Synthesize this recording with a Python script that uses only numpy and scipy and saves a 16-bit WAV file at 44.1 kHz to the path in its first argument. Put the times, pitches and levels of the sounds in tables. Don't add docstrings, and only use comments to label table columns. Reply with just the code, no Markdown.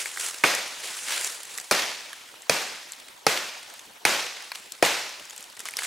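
import sys
import numpy as np
from scipy import signal
from scipy.io import wavfile
from scipy.ndimage import uniform_filter1d

SR = 44100
rng = np.random.default_rng(int(sys.argv[2]) if len(sys.argv) > 2 else 0)


def generate_wav(sig):
    pcm = np.round(np.clip(np.atleast_2d(sig).T, -1, 1) * 32767).astype(np.int16)
    wavfile.write(sys.argv[1], SR, pcm)


N = 258426

# t/s, crack level/dB, knock, thud and boom level/dB relative to the crack,
# favoured knock, thud and boom f/Hz, crushing time/s, echo level/dB
BLOWS = [(0.4371, -10.5, 8, -4, -26, 1830, 431, 248, 0.0069, -17.5),
         (1.7108, -1.5, -6, -14, -33, 1370, 890, 248, 0.0056, -18),
         (2.4956, 2, -7.5, -13, -33.5, 2150, 700, 199, 0.0037, -20),
         (3.266, 0.5, -6, -8.5, -31, 1250, 400, 185, 0.0039, -19.5),
         (4.0512, 1.5, -4.5, -16, -38.5, 2180, 570, 173, 0.0032, -17),
         (4.825, -6, 0.5, 1.5, -25.5, 2240, 780, 186, 0.005, -17.5)]
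# f/Hz, level/dB within its pitch group, 60 dB fade time/s
TRUNK_TONES = [(103, -6.5, 0.095), (144, 9.5, 0.044), (189.6, -11, 0.15), (303, 2, 0.13), (362, -1, .06),
               (452, 5, 0.088), (527, 26.5, 0.0057), (700, 8.5, 0.014), (820, 20.5, 0.015),
               (963, 15, 0.023), (1310, 15, 0.013), (1534, 7, 0.014), (1830, 21, 0.0044), (2240, 14, 0.017),
               (2440, 20, 0.011), (3400, 6, 0.0097), (4500, 15.5, 0.0096), (5340, 32, 0.0013),
               (7200, 6, 0.0027), (8000, 0, .002), (8980, 19.5, 0.0045), (12000, -30, .003)]
# f/Hz, 60 dB fade time/s
ECHO_FADE = [(100, 0.86), (260, 0.58), (700, 0.73), (1840, 0.86), (4850, 1.06), (12800, 0.7)]
# t/s, level/dB, f/Hz, tick relative to ring/dB, left over right/dB
SNAPS = [(0.0582, -18, 2160, -3, 5), (0.161, -26.5, 1560, -5, 3), (0.1728, -20, 1900, 1, -3),
         (0.196, -26, 7850, 2, 0), (0.2862, -22.5, 2150, 8, -2), (0.5506, -19, 7500, 9, 2.5),
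         (0.9894, -25, 3100, -7, -8), (1.211, -22, 7800, 4, -1.5), (1.2462, -10.5, 7210, -6, -1.5),
         (1.3234, -30, 8000, -5, 0), (1.4326, -25, 9150, -1.5, -4), (1.453, -26, 7500, -5, 3),
         (1.497, -38, 2640, 3, 0), (1.5774, -19.5, 7540, -1, 2), (1.5841, -21, 2000, 5, -8),
         (1.6, -20.5, 7340, -9, 1.5), (2.1304, -24, 1660, 0, -2.5), (2.3411, -32.5, 1450, -6, -1),
         (2.4206, -30.5, 7850, -7, 3), (2.9207, -21, 7660, -8, 2.5), (2.9344, -27, 4500, -12, -2.5),
         (3.7393, -33, 2340, 6, 0), (3.794, -26, 3400, -2, -1.5), (4.0756, -19, 2160, -5, -2.5),
         (4.4245, -32, 3220, 2, 0), (4.5184, -14.5, 2280, -9, 2.5), (4.5507, -27, 2750, -2.5, 0),
         (4.573, -32, 2700, -5, 0), (4.721, -25.5, 7900, 5, 4), (4.8497, -7, 3570, -7, 0),
         (4.8624, -7.5, 2060, -2, -1), (5.1971, -27.5, 2890, -7, 0), (5.2537, -28.5, 7400, -9, 5),
         (5.2975, -27.5, 6900, -5, 2.5), (5.3076, -27.5, 3500, -2.5, 4), (5.3632, -29.5, 2870, 6, 0),
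         (5.3785, -24, 7830, -12, 4), (5.407, -31, 3100, 2.5, -2), (5.4408, -31, 3100, 1, -4),
         (5.4264, -30.5, 7740, -5, 0), (5.5004, -31.5, 4990, 1, 0), (5.5736, -31, 1920, 0, 0),
         (5.5935, -29, 7800, 6.5, -0.5), (5.6038, -29.5, 1900, 9, -1), (5.6552, -23, 1160, 5.5, -1.5),
         (5.687, -20.5, 2000, 2, 1), (5.7094, -27, 9200, -5, 2), (5.7373, -24, 2360, 0, -3),
         (5.7693, -18, 6100, 7.5, 1.5), (5.7887, -16.5, 2130, -5, -2.5), (5.8207, -20.5, 1920, -2, 0),
         (5.834, -24, 1960, 8, -2.5), (5.8493, -24, 2020, 5, 0)]
# loudest t/s, level/dB, 20 dB rise time/s, 20 dB fall time/s, crunch over rustle/dB
RUSTLES = [(0.004, -29, 0.03, 0.079, -2.5), (0.07, -38.5, .1, 0.28, -2), (0.245, -29.5, 0.16, 0.11, -5),
           (0.288, -33, 0.053, .03, -4.5), (0.36, -41.5, 0.22, 0.71, -0.5), (0.89, -37, 0.34, 0.43, 1),
           (0.98, -38, .07, 0.081, -6), (1.05, -36.5, 0.19, .15, -11), (1.125, -30.5, .12, 0.31, 2.5),
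           (1.245, -30.5, .12, 0.19, -7), (1.36, -49, 0.12, 0.18, 3), (1.5, -42, 0.062, 0.71, -1.5),
           (2.13, -51, 0.45, 1, 2.5), (2.92, -52, 0.65, 0.67, 2), (3.75, -52, 1, 0.59, 1),
           (4.45, -51.5, 0.26, 0.63, 3), (4.555, -43, .015, 0.096, 1), (4.75, -52.5, 0.34, 0.21, 1.5),
           (5.4, -50, 0.72, 0.44, 0), (5.6, -43, 0.019, 0.075, 2), (5.66, -38.5, 0.014, 0.088, 1.5),
           (5.79, -38, 0.047, .2, 2.5), (5.85, -35, 0.13, 0.18, -2)]
# f/Hz, relative level/dB
ECHO_COLOUR = [(29, -54), (50, -34), (98, -39.5), (345, -13), (380, -14.5), (532, -8), (1120, -8.5),
               (2380, -4), (3030, -6.5), (6240, -7.5), (14500, -17), (16000, -31)]
RUSTLE_COLOUR = [(1500, -19.5), (3000, -31), (5000, 2.5), (7500, 6), (10000, 3), (12500, -8.5),
                 (16000, -18)]
CRUNCH_COLOUR = [(150, -47), (400, -7), (800, -7), (1800, -1), (2800, -1), (4500, -3), (8000, -22)]
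HUSH_COLOUR = [(18, -64), (30, -42), (95, -18), (145, -20), (245, -10.5), (866, -3.5), (937, -2.5),
               (1100, -8), (3490, -7.5), (3980, -10.5), (16000, -22.5)]
# f/Hz, likeness (1 = the same)
ECHO_LIKENESS = [(60, 0.92), (180, 1), (550, 0.83), (1650, 0.87), (4970, 0.82), (15000, 0.95)]
RUSTLE_LIKENESS = [(60, 0.6), (240, 0.82), (950, 0.85), (3770, 0.91), (15000, 0.89)]
HUSH_LIKENESS = [(60, 0.57), (180, 0.97), (550, 0.11), (1650, 0.14), (4970, 0.74), (15000, 1)]

GRID_HZ = np.fft.rfftfreq(512, 1 / SR)[:, None]
GRID_S = np.arange(N // 128 + 5) * 128 / SR
BOOM_HZ, THUD_HZ, KNOCK_HZ = 260, 1100, 3000


def axe_blows():
    out, t = np.zeros((2, N)), np.arange(7000) / SR
    contact = 35
    for s, crack_db, knock_db, thud_db, boom_db, knock_hz, thud_hz, boom_hz, crush_s, _ in BLOWS:
        middle, aside = rng.standard_normal((2, len(t)))
        ragged = middle + 0.25 * aside * [[1], [-1]]
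        crush = 0.52 * ragged * np.exp(-t / crush_s)
        crush[:, :contact] *= 0.15
        crush[:, contact] += 2.6
        deep_crush = crush * np.exp(t / crush_s * (1 - 1 / 1.36))
        push = np.exp(-t / 0.0014)
        splits = crush * gain_of(3.5 * rng.standard_normal(len(t)))
        splits[:, contact] = 4
        parts = np.zeros((4, 2, len(t)))
        for hz, db, fade_s in TRUNK_TONES:
            group = np.searchsorted([BOOM_HZ, THUD_HZ, KNOCK_HZ], hz)
            octaves_off = abs(np.log2(hz / [boom_hz, thud_hz, knock_hz, hz][group]))
            drive = [push, deep_crush, crush, splits][group]
            parts[group] += gain_of(db - 8.5 * octaves_off) * ring(drive, hz, fade_s)
        parts[0] *= 1 - np.exp(-t / 0.025)
        parts[0] = cut_bass(parts[0], 100)
        parts[1] *= 1 - np.exp(-t / 0.00087)
        parts[2] *= 1 - 0.3 * np.exp(-t / 0.003)
        parts[1:] = cut_bass(cut_bass(parts[1:], 255), 255)
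        parts /= abs(parts).max(axis=(1, 2), keepdims=True)
        blow = np.tensordot(gain_of([boom_db, thud_db, knock_db, 0]), parts, axes=1)
        add(out, s, gain_of(crack_db) * blow)
    return out * gain_of([[-0.2], [0.2]])


def tree_echoes():
    out, t = np.zeros((2, N)), np.arange(N) / SR
    tilt_db = -2.5 * np.log2((GRID_HZ + 100) / 2000)
    for turn in (0, 1):
        gains, gate = np.zeros((len(GRID_HZ), len(GRID_S))), np.ones(N)
        for s, *_, echo_db in BLOWS[turn::2]:
            age = GRID_S - s
            faded_db = 60 * np.maximum(age, 0) / look_up(ECHO_FADE, GRID_HZ)
            gains = np.where(age > -0.02, gain_of(echo_db + tilt_db - faded_db), gains)
            build_up = 1 - np.exp(-np.maximum(t - s, 0) / 0.0089)
            gate = np.where(t > s - 0.05, build_up, gate)
        out += gate * noise(gains * colour(ECHO_COLOUR), ECHO_LIKENESS, patchy_db=0.99, flicker_db=1)
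    return out


def snaps():
    out, t = np.zeros((2, N)), np.arange(2500) / SR
    rows = SNAPS + faint_snaps()
    bursts = rng.standard_normal((len(rows), len(t)))
    bursts *= np.exp(-t / 0.0006) + 0.6 * gain_of(-60 * t / 0.023)
    bursts[:, 0] = 4.1
    bright = signal.butter(3, [3000, 12500], "band", fs=SR)
    for (s, db, hz, tick_db, left_db), burst in zip(rows, bursts):
        body = ring(burst, hz, 16 / hz)
        if hz < 4800:
            body += ring(burst, 2 * hz, 7 / hz)
        tick = signal.lfilter(*bright, burst)
        snap = body / abs(body).max() + gain_of(tick_db) * tick / abs(tick).max()
        add(out, s, gain_of(db) * snap * gain_of([[left_db / 2], [-left_db / 2]]))
    softened = signal.lfilter(*signal.butter(2, 12500, fs=SR), out)
    return cut_bass(softened, 810)


def faint_snaps(count=40):
    when, strength, pitch, side = rng.random((count, 4)).T
    db = -46 + 10 * strength
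    hz = 2200 * (9000 / 2200) ** pitch
    tick_db, left_db = np.full(count, -3), 4 * (2 * side - 1)
    return list(zip(when * N / SR, db, hz, tick_db, left_db))


def rustles():
    power = np.zeros((len(GRID_HZ), len(GRID_S)))
    rustle_power = np.zeros(len(GRID_S))
    rustle, crunch = colour(RUSTLE_COLOUR), colour(CRUNCH_COLOUR)
    for s, db, rise_s, fall_s, crunch_db in RUSTLES:
        from_peak = np.where(GRID_S < s, (s - GRID_S) / rise_s, (GRID_S - s) / fall_s)
        level = gain_of(db - 20 * np.minimum(from_peak, 10))
        power += level ** 2 * (rustle ** 2 + (crunch * gain_of(crunch_db)) ** 2)
        rustle_power += level ** 2
    rustle_level = np.interp(np.arange(N) / SR, GRID_S, np.sqrt(rustle_power))
    crackle = gain_of(-13) * rustle_level * dry_crackle()
    return crackle + noise(np.sqrt(power), RUSTLE_LIKENESS, patchy_db=1.28, flicker_db=2.26)


def dry_crackle(per_second=500):
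    size = gain_of(0.69 * np.minimum(rng.exponential(1, N), 5))
    size *= rng.random(N) < per_second / SR
    piece, side = rng.integers(0, 8, N), rng.uniform(-0.79, 0.1, N)
    ticks = np.array([size * (1 + side), size * (1 - side)])
    pitches = np.geomspace(1500, 11000, num=8)
    crackle = sum(ring(ticks * (piece == k), hz, 14 / hz) for k, hz in enumerate(pitches))
    return unit_level(cut_bass(crackle, 780))


def wood_hush():
    return gain_of(-50) * noise(colour(HUSH_COLOUR), HUSH_LIKENESS, patchy_db=3.85, flicker_db=0.17)


def gain_of(db):
    return 10 ** (np.asarray(db) / 20)


def unit_level(x):
    return x / np.sqrt(np.mean(x ** 2) + 1e-20)


def look_up(table, hz):
    f, value = np.transpose(table)
    return np.interp(np.log(hz + 1), np.log(f + 1), value)


def colour(table):
    return unit_level(gain_of(look_up(table, GRID_HZ)))


def add(mix, s, sound):
    part = mix[..., round(s * SR):][..., :sound.shape[-1]]
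    part += sound[..., :part.shape[-1]]


def ring(drive, hz, fade_s):
    pole = np.exp(2j * np.pi * hz / SR - np.log(1000) / (fade_s * SR))
    return signal.lfilter([1], [1, -pole], drive).imag


def cut_bass(x, hz):
    return signal.lfilter(*signal.butter(2, hz, "high", fs=SR), x)


def noise(gains, likeness, patchy_db, flicker_db):
    a, b, c, d, patches = rng.standard_normal((len(GRID_S), len(GRID_HZ), 5)).T
    patches = uniform_filter1d(patches, size=8, axis=0)
    patches = unit_level(uniform_filter1d(patches, size=8, axis=1))
    flicker = rng.exponential(1, len(GRID_S)) - 1
    unevenness = unit_level(gain_of(patchy_db * patches + flicker_db * flicker))
    alike = look_up(likeness, GRID_HZ)
    left = a + 1j * b
    right = alike * left + np.sqrt(1 - alike ** 2) * (c + 1j * d)
    shaped = np.array([left, right]) * unevenness * gains
    plain_level = signal.istft(left, nperseg=512, noverlap=384)[1].std()
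    return signal.istft(shaped, nperseg=512, noverlap=384)[1][:, :N] / plain_level


def scene():
    return wood_hush() + axe_blows() + tree_echoes() + rustles() + snaps()


def record(dry):
    narrow_hz, top_hz, ceiling = 10900, 15900, 1.15
    side = signal.filtfilt(*signal.butter(2, narrow_hz, fs=SR), (dry[0] - dry[1]) / 2)
    narrowed = dry.mean(axis=0) + side * [[1], [-1]]
    rounded = ceiling * np.tanh(narrowed / ceiling)
    top_cut = signal.firwin(511, top_hz, window=("kaiser", 9), fs=SR)
    return signal.oaconvolve(rounded, top_cut[None], "same")


dry = scene()
out = record(dry)
generate_wav(out)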